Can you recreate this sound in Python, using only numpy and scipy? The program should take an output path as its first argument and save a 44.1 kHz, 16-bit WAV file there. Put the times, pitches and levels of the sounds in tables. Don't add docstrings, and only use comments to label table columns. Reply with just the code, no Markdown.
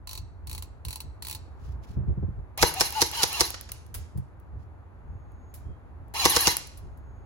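import sys
import numpy as np
from scipy import signal
from scipy.fft import rfft, irfft, next_fast_len
from scipy.io import wavfile
from scipy.ndimage import uniform_filter1d

SR = 44100
rng = np.random.default_rng(int(sys.argv[2]) if len(sys.argv) > 2 else 0)


def wav_record(signal):
    frames = np.transpose(np.atleast_2d(signal))
    bounded = np.clip(frames, -1, 1)
    quanta = np.round(bounded * 32767).astype(np.int16)
    wavfile.write(sys.argv[1], SR, quanta)


N = 319725
T = np.arange(N) / SR
SIZE = next_fast_len(N + SR)
FREQS = np.fft.rfftfreq(SIZE, 1 / SR)

# t/s, level/dB
BUMPS = [(1.896, -34.5), (1.966, -25), (1.998, -31), (2.029, -31.5), (2.074, -24), (2.093, -22),
         (2.17, -28), (2.223, -24), (2.279, -29), (4.152, -31), (4.175, -33.5)]
# motor on t/s, motor off t/s, run-up mesh f/Hz, rattle level/dB up to the first shot,
# rattle level/dB after it, motor tone level/dB under load, trigger click level/dB
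PULLS = [(2.574, 2.682, 2150, -26.5, -27, -40.5, -23.5), (2.737, 2.865, 2051, -29.5, -28, -35.5, -23),
         (2.921, 3.063, 2168, -27, -32, -24.5, -26), (3.121, 3.268, 2202, -24, -35.5, -36.5, -42),
         (3.283, 3.447, 1829, -26.5, -30, -53.5, -42), (6.137, 6.513, 1858, -21.5, -22.5, -43.5, -35)]
# t/s, clack level/dB, puff level/dB, piston travel/s, latch chatter level/dB, pellet strike level/dB
SHOTS = [(2.6254, -10, -8, 0.0051, -26.5, -43.5), (2.808, -8.5, -16, 0.0067, -29.5, -18.5),
         (3.0170, -9.5, -17.5, 0.0068, -34, -18.5), (3.2316, -10, -19, 0.0058, -34, -15.5),
         (3.4069, -9.5, -18.5, 0.0064, -31.5, -15), (6.2530, -9, -12.5, .0058, -19.5, -16.5),
         (6.3630, -11, -14.5, 0.0063, -22, -18), (6.4709, -10.5, -15.5, 0.008, -32.5, -7.5)]
# f/Hz, level/dB per Hz
SPRING_COLOUR = [(2000, -25.5), (5000, -11.5), (7500, -10), (9500, 8), (10500, 3.5), (12000, 7),
                 (14000, -7.5), (15800, -18.5)]
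PELLET_COLOUR = [(500, -17.5), (2000, -12.5), (4500, -12.5), (7000, -11.5), (9500, -2.5), (11000, -4.5),
                 (13000, -2.5), (15800, -7.5)]
KNOCK_COLOUR = [(200, -7), (1000, -0.5), (1800, -1.5), (3500, -6), (5200, -2), (8000, -11), (15000, -23.5)]


def from_db(db):
    return 10 ** (np.asarray(db) / 20)


def level_in_time(rows):
    s, db = np.transpose(rows)
    return np.interp(T, s, db)


def at_hz(points, hz, axis=1):
    points = np.array(points)
    return np.interp(np.log(np.maximum(hz, 1)), np.log(points[:, 0]), points[:, axis])


def noise():
    return rng.standard_normal((2, N))


def wobble(rate):
    knots = np.arange(0, N / SR + 1, 1 / rate)
    return np.interp(T, knots, rng.standard_normal(len(knots)))


def colour(x, spectrum):
    gain = from_db(at_hz(spectrum, FREQS))
    gain /= np.sqrt(np.mean(gain ** 2))
    cepstrum = irfft(np.log(gain), SIZE)
    cepstrum[1:SIZE // 2] *= 2
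    cepstrum[SIZE // 2 + 1:] = 0
    response = np.exp(rfft(cepstrum))
    return irfft(rfft(x, SIZE) * response, SIZE)[:, :N]


def bursts(times, levels_db, t60, rise):
    power = np.zeros(N)
    age = T[:SR // 2]
    for s, db, fade in zip(times, levels_db, np.broadcast_to(t60, len(times))):
        envelope = from_db(db - 60 * age / fade) * (1 - np.exp(-age / rise))
        room = power[round(s * SR):][:len(age)]
        room += envelope[:len(room)] ** 2
    return np.sqrt(power) * noise()


def struck(times, levels_db, modes, scatter_db):
    out = np.zeros(N)
    at = np.round(np.asarray(times) * SR).astype(int)
    chance = rng.standard_normal((len(at), len(modes)))
    for k, (hz, db, t60) in enumerate(modes):
        clicks = np.full(N, 1e-18)
        sign = (-1) ** k
        clicks[at] = from_db(levels_db + db + scatter_db * chance[:, k]) * sign
        r = np.exp(-np.log(1000) / (t60 * SR))
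        w = 2 * np.pi * hz / SR
        out += signal.lfilter([0, np.sin(w)], [1, -2 * r * np.cos(w), r * r], clicks)
    return out


def swells(rows):
    return sum((from_db(db) * np.exp(-((T - s) / spread) ** 2 / 2)) ** 2 for s, db, spread in rows)


def yard(x, wet_db, build):
    # f/Hz, t60/s
    decay = [(300, 0.43), (1000, 0.42), (3000, 0.54), (6000, 0.45), (12000, 0.09)]
    age = T[:SR]
    edges = [120, 500, 1500, 4000, 8000, 17000]
    echo = 0
    for low, high in zip(edges, edges[1:]):
        band_pass = signal.butter(2, [low, high], "band", fs=SR, output="sos")
        band = signal.sosfilt(band_pass, rng.standard_normal((2, SR)))
        t60 = at_hz(decay, np.sqrt(low * high))
        echo = echo + band * np.exp(-np.log(1000) * age / t60)
    echo *= 1 - np.exp(-age / build)
    echo *= from_db(wet_db) / np.sqrt(np.sum(echo ** 2) / 2)
    return x + signal.fftconvolve(x, echo, axes=1)[:, :N]


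def town():
    # t/s, level/dB
    levels = [(0, -61.5), (1.9, -56.5), (2.5, -58.5), (4.4, -59), (5.5, -58), (7.25, -57.5)]
    # f/Hz, level/dB per Hz
    spectrum = [(88, -47.5), (150, -4.5), (303, -5.5), (494, -10), (871, -9), (1630, -18.5), (2650, -30.5),
                (3040, -37), (3290, -37), (4580, -41.5), (5250, -48), (6770, -44), (8560, -50),
                (11300, -44.5), (16000, -57)]
    return colour(noise(), spectrum) * from_db(level_in_time(levels) + 2)


def wind():
    # t/s, peak level/dB, spread/s
    gusts = [(0.21, -37.5, 0.036), (0.54, -37.5, 0.095), (0.875, -32.5, 0.018), (1.08, -36.5, 0.029),
             (1.72, -34.5, .07), (2.1, -35, .03), (2.39, -32.5, .03), (3.99, -36, 0.036),
             (4.56, -36, 0.027), (5.12, -36.5, 0.042), (5.69, -32, 0.022), (6.87, -39, .05)]
    # f/Hz, level/dB per Hz
    spectrum = [(15, -19), (30, -16.5), (55, 3.5), (85, 4.5), (125, -5), (200, -22), (400, -28.5),
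                (2000, -79)]
    breeze = from_db(-45.5 + 1.5 * wobble(7.7))
    draughts = [(s + 0.0075, puff_db - 19, .015) for s, _, puff_db, *_ in SHOTS]
    jolts = [(s + 0.017, db - 4, .02) for s, db in BUMPS]
    rumble = colour(noise(), spectrum)
    running_power = uniform_filter1d(rumble ** 2, size=3000, axis=1)
    wanted_power = breeze ** 2 + swells(gusts + draughts + jolts)
    return rumble * np.sqrt(wanted_power / running_power)


def stroke_teeth(start, length, speed_up, slowing, snap_db, ring_db, count):
    turned = np.linspace(0, 1, count)
    bend = turned * (1 - turned) * (speed_up * (1 - 2 * turned) - slowing)
    s = start + length * (turned + bend)
    scatter_db = 1.15 * rng.standard_normal((count, 2))
    return np.column_stack([s, [snap_db, ring_db] + scatter_db])


def ratchet():
    # first tooth t/s, length/s, teeth, speed-up in mid-stroke, slowing towards the end,
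    # snap level/dB, shell ring level/dB
    strokes = [(0.072, .1031, 6, .08, .13, -27.5, -40), (0.471, .152, 7, .65, .49, -25, -44),
               (0.8495, .1535, 6, .62, .25, -23, -41.5), (1.2226, .1255, 8, .53, -.15, -23.5, -42)]
    # f/Hz, level/dB, t60/s
    shell_modes = [(879, -16.5, 0.12), (1026, -15, 0.079), (2670, -16.5, 0.056), (3870, -9.5, 0.038),
                   (4040, -4, 0.037), (4320, -3.5, .025), (4430, -11, 0.045), (5660, -8, 0.026),
                   (8040, -7, 0.021)]
    # f/Hz, level/dB per Hz
    snap_colour = [(300, -26), (900, 5), (1500, -3), (2700, 8), (3300, 2.5), (4300, 5.5), (6300, -4),
                   (8000, 10.5), (11000, 7), (13000, 6), (15800, 5)]
    shaken_colour = [(2000, -25), (3600, -15), (4400, 0), (5100, -20.5), (5700, -8.5), (9000, -20.5)]
    teeth = [stroke_teeth(start, length, *manner, count=round(count))
             for start, length, count, *manner in strokes]
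    s, db, ring_db = np.vstack(teeth).T
    snap = bursts(s + 0.00031, db + 2.5, t60=0.013, rise=0.0016)
    ground = bursts(s + 0.0043, db - 18, t60=0.08, rise=0.0022)
    shell = struck(s + 0.001005, ring_db + 4.0, shell_modes, scatter_db=3.5) * [[1], [.7]]
    shaken = bursts(s + 0.00069, ring_db - 1, t60=0.087, rise=0.0031)
    return colour(snap + ground, snap_colour) + shell + colour(shaken, shaken_colour)


def knocks():
    # t/s, level/dB
    thuds = [(1.369, -37), (3.541, -13.5), (3.689, -23), (3.9462, -21)]
    s, db = np.transpose(thuds)
    return colour(bursts(s, db - 7.5, t60=.035, rise=0.0057), KNOCK_COLOUR)


def sleeve():
    # t/s, peak level/dB, spread/s
    rustles = [(1.675, -64, 0.048), (1.842, -62.5, 0.012), (1.91, -63, 0.028), (4.62, -74.5, 0.023)]
    cloth_colour = [(800, -5.5), (2500, 4), (5500, 2.5), (8000, -3), (15000, -9.0)]
    envelope = np.sqrt(swells(rustles)) * from_db(3.1 * wobble(120))
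    return colour(noise() * envelope, cloth_colour)


def microphone_bumps():
    # f/Hz, level/dB, t60/s
    housing_modes = [(85, -9.5, 0.26), (129, -3, 0.21), (184, -6.5, 0.15), (340, -21, 0.055)]
    # f/Hz, level/dB per Hz
    soft_colour = [(25, -16.5), (70, -20), (120, 0.5), (200, -12.5), (400, -16.5), (700, -35.5),
                   (2000, -52), (8000, -80.5)]
    hard_colour = [(100, -7), (300, 1), (650, -3), (1000, -26), (4000, -60)]
    s, db = np.transpose(BUMPS)
    soft = colour(bursts(s, db - 2, t60=0.076, rise=0.0053), soft_colour)
    thump = struck(s + 0.0031, db + 1.5, housing_modes, scatter_db=4.0)
    hard = colour(bursts([2.226], [-30.5], t60=0.053, rise=.002), hard_colour)
    return soft + thump + hard


def trigger():
    s, *_, db = np.transpose(PULLS)
    click = bursts(s + 0.0022, db, t60=0.023, rise=.0003)
    slack = bursts(s, db - 10.5, t60=.035, rise=0.0055)
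    return colour(click, PELLET_COLOUR) + colour(slack, KNOCK_COLOUR)


def drive():
    free_mesh_hz, run_up_power = 2114, .36
    coast_s, coast_db_per_s = .07, 420
    draw_s, spring_sag = .068, .43
    recover_s = .011
    rattle_per_speed = 1.2
    shot_s = np.array(SHOTS)[:, 0]
    load, strain = np.zeros((2, N))
    for s in shot_s:
        drawn = np.clip(1 + (T - s) / draw_s, 0, 1)
        load += drawn * np.exp(-np.maximum(T - s, 0) / recover_s)
        strain += np.sin(np.pi * drawn)
    mesh_hz, rattle_db, tone = np.zeros(N), np.full(N, -140.), np.zeros(N)
    for on, off, run_up_hz, before_db, after_db, tone_db, _ in PULLS:
        live = T > on
        first_shot = shot_s[shot_s > on][0]
        t = T[live]
        run_up = np.minimum((t - on) / (first_shot - on), 1) ** run_up_power
        freed = 1 - np.exp(-np.maximum(t - first_shot, 0) / recover_s)
        coasting = np.maximum(t - off, 0)
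        full_hz = run_up_hz + freed * (free_mesh_hz - run_up_hz)
        mesh_hz[live] = full_hz * run_up * np.exp(-coasting / coast_s)
        growth_db = rattle_per_speed * 20 * np.log10(run_up)
        steady_db = before_db + freed * (after_db - before_db)
        rattle_db[live] = steady_db + growth_db - coast_db_per_s * coasting
        tone[live] = from_db(tone_db) * run_up
    loaded_hz = mesh_hz * (1 - np.clip(spring_sag * load, 0, 1))
    hum = from_db(rattle_db - 24.5)
    return loaded_hz, rattle_db, tone * strain + hum


def casing(x, ring_t60, ring_db):
    age = T[:SR // 20]
    ring = rng.standard_normal((2, len(age))) * np.exp(-np.log(1000) * age / ring_t60)
    ring *= from_db(ring_db) / np.sqrt(np.sum(ring ** 2) / 2)
    ringing = x + signal.fftconvolve(x, ring, axes=1)[:, :N]
    return ringing / np.hypot(1, from_db(ring_db))


def gearbox():
    # multiple of the mesh rate, level/dB against the rattle
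    orders = [(0.802, -20), (0.998, -15), (1.4, -22), (1.999, -12.5), (2.198, -19), (2.6, -21),
              (2.998, -14), (3.402, -19.5), (4, -29.5), (5.002, -15), (5.998, -21.5)]
    # f/Hz, level/dB per Hz
    gear_colour = [(150, -21), (400, -3.5), (650, -5.5), (920, 7.5), (1350, -11.5), (2050, 3.5),
                   (2400, -3.5), (2800, 3), (3200, -3.5), (4150, 2), (5000, -0.5), (6500, -0.5),
                   (8000, -11), (15800, -8.5)]
    mesh_hz, rattle_db, motor_gain = drive()
    trembling_hz = mesh_hz * (1 + 0.0171 * wobble(300))
    turn = 2 * np.pi * np.cumsum(trembling_hz) / SR
    teeth = np.exp(1.4 * np.cos(turn)) * from_db(0.92 * wobble(500))
    teeth /= np.sqrt(np.mean(teeth ** 2))
    whine = 0
    for k, (order, db) in enumerate(orders):
        port_phase = [[0], [k]]
        whine = whine + from_db(db + 4.5 * wobble(65)) * np.sin(order * turn + port_phase)
    rattle = colour((noise() * teeth + whine) * from_db(rattle_db - 2.5), gear_colour)
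    rasp_gain = from_db(rattle_db - 9.5) * (mesh_hz / 1800) ** 1.3
    rasp = colour(noise() * teeth * rasp_gain, SPRING_COLOUR)
    motor = motor_gain * from_db(2 * wobble(160)) * np.sin(3 / 5 * turn)
    mesh_tone = from_db(rattle_db - 22 + 3.5 * wobble(120)) * np.sin(turn)
    return casing(rattle + rasp, ring_t60=0.032, ring_db=1.5) + (motor + mesh_tone) * [[1.3], [.7]]


def shots():
    # f/Hz, level/dB
    body_modes = [(165, -13), (365, -4), (500, -4.5), (850, -6), (980, -6.5), (1145, -8.5), (1525, -8.5),
                  (2060, -13.5)]
    # f/Hz, level/dB per Hz
    clack_colour = [(150, -13.5), (700, -3.5), (2000, -9), (3000, -3), (4200, 3), (5700, 5), (6800, 0.5),
                    (8500, -1.5), (11500, -4), (13500, -7.5), (15800, -13)]
    puff_colour = [(25, -28), (70, -18), (150, 5), (240, -12.5), (370, -2.5), (650, -13.5), (850, 2),
                   (1100, -3), (1400, -10), (2000, -4), (3000, -20), (6000, -26.5)]
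    body_t60, latch_delay_s = .033, 0.042
    s, clack_db, puff_db, travel, latch_db, _ = np.transpose(SHOTS)
    swell_in = bursts(s - .012, clack_db - 4, t60=.07, rise=.009)
    release = bursts(s - .0004, clack_db + 8, t60=.016, rise=.0016)
    slam = bursts(s + travel, clack_db + 4, t60=.01, rise=.0006)
    shudder = bursts(s + .002, clack_db - 15, t60=0.12, rise=0.0043)
    clack = colour(swell_in + release + slam + shudder, clack_colour)
    latch = bursts(s + latch_delay_s, latch_db - 0.5, t60=0.18, rise=.0012)
    body = [(hz, db, body_t60) for hz, db in body_modes]
    puff = struck(s + 0.0033, puff_db, body, scatter_db=0.5)
    puff += struck(s + 0.0096, puff_db - 7.0, body, scatter_db=5.0)
    air = colour(bursts(s + 0.0013, puff_db + 0.5, t60=0.047, rise=0.0018), puff_colour)
    return clack + colour(latch, SPRING_COLOUR) + puff * [[1], [.4]] + air


def pellets():
    # t/s, level/dB, t60/s
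    strays = [(3.611, -23, 0.0089), (3.718, -22.5, 0.025), (3.864, -43, 0.015), (3.942, -30.5, 0.13),
              (4.1743, -44.5, 0.062), (4.3993, -54, 0.021), (5.3185, -59, 0.019), (5.54, -41, 0.14),
              (6.081, -54.5, .02), (6.671, -34, 0.015), (6.7730, -41.5, .07), (6.973, -56.5, 0.054)]
    flight_s = .0974
    shot_s, *_, strike_db = np.transpose(SHOTS)
    s, db, t60 = np.transpose(strays)
    strikes = bursts(shot_s + flight_s, strike_db - 2.5, t60=0.0086, rise=0.00031)
    skitter = bursts(s, db - 2.5, t60, rise=0.00028)
    return colour(strikes + skitter, PELLET_COLOUR)


def thin_tone(levels, hz):
    phase = 2 * np.pi * np.cumsum(hz + 14 * wobble(60)) / SR
    return from_db(level_in_time(levels) + 2.3 * wobble(30)) * np.sin(phase)


def far_whistles():
    # t/s, level/dB
    whistle_levels = [(4.95, -110), (5.1, -86.5), (5.52, -75), (5.56, -110), (6.75, -110), (6.86, -85),
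                      (7.25, -80)]
    chirp_levels = [(5.58, -105), (5.66, -75.5), (5.74, -74), (5.86, -105)]
    return thin_tone(whistle_levels, hz=6660) + thin_tone(chirp_levels, hz=3200)


def scene():
    winding = yard(ratchet(), wet_db=-17.0, build=0.0015)
    firing = yard(trigger() + gearbox() + shots(), wet_db=-14.5, build=0.0074)
    impacts = yard(knocks() + pellets(), wet_db=-9.0, build=.01)
    surroundings = town() + wind() + sleeve() + microphone_bumps() + far_whistles()
    return winding + firing + impacts + surroundings


def record(dry):
    # f/Hz, likeness (0-1), left minus right level/dB
    ports = [(59.6, 0.91, -1.5), (148, 0, -2), (378, 0.5, 0.5), (850, 0.3, 3), (1500, 0.5, -0.5),
             (2020, 0.18, -1), (3500, 0.4, -1), (5330, 0, -4.5), (6560, 0.3, 0)]
    # f/Hz, likeness (0-1)
    treble_likeness = [(8200, .995), (8900, .995), (10000, .88), (12200, .9), (13100, .995), (13900, .995),
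                       (15000, .88)]
    # f/Hz, left lead/rad
    port_phase = [(70, 0), (140, 2.4), (300, 0), (850, .8), (1500, 1.2), (2100, 2.6), (3500, 2), (5700, .5),
                  (7000, -.9), (8550, -np.pi), (11000, -2 * np.pi), (13400, -3 * np.pi), (15800, -12.3)]
    cutoff_hz = 16100
    left, right = rfft(dry, SIZE)
    likeness = [row[:2] for row in ports] + treble_likeness
    alike = np.clip(at_hz(likeness, FREQS), 0, 1)
    right = alike * left + np.sqrt(1 - alike ** 2) * right
    right = right * np.exp(-1j * at_hz(port_phase, FREQS))
    lean = from_db(at_hz(ports, FREQS, axis=2) / 2)
    pair = irfft(np.array([left * lean, right / lean]), SIZE)[:, :N]
    low_pass = signal.ellip(10, .2, 80, cutoff_hz, fs=SR, output="sos")
    return signal.sosfilt(low_pass, np.clip(pair, -1, 1))


dry = scene()
out = record(dry)
wav_record(out)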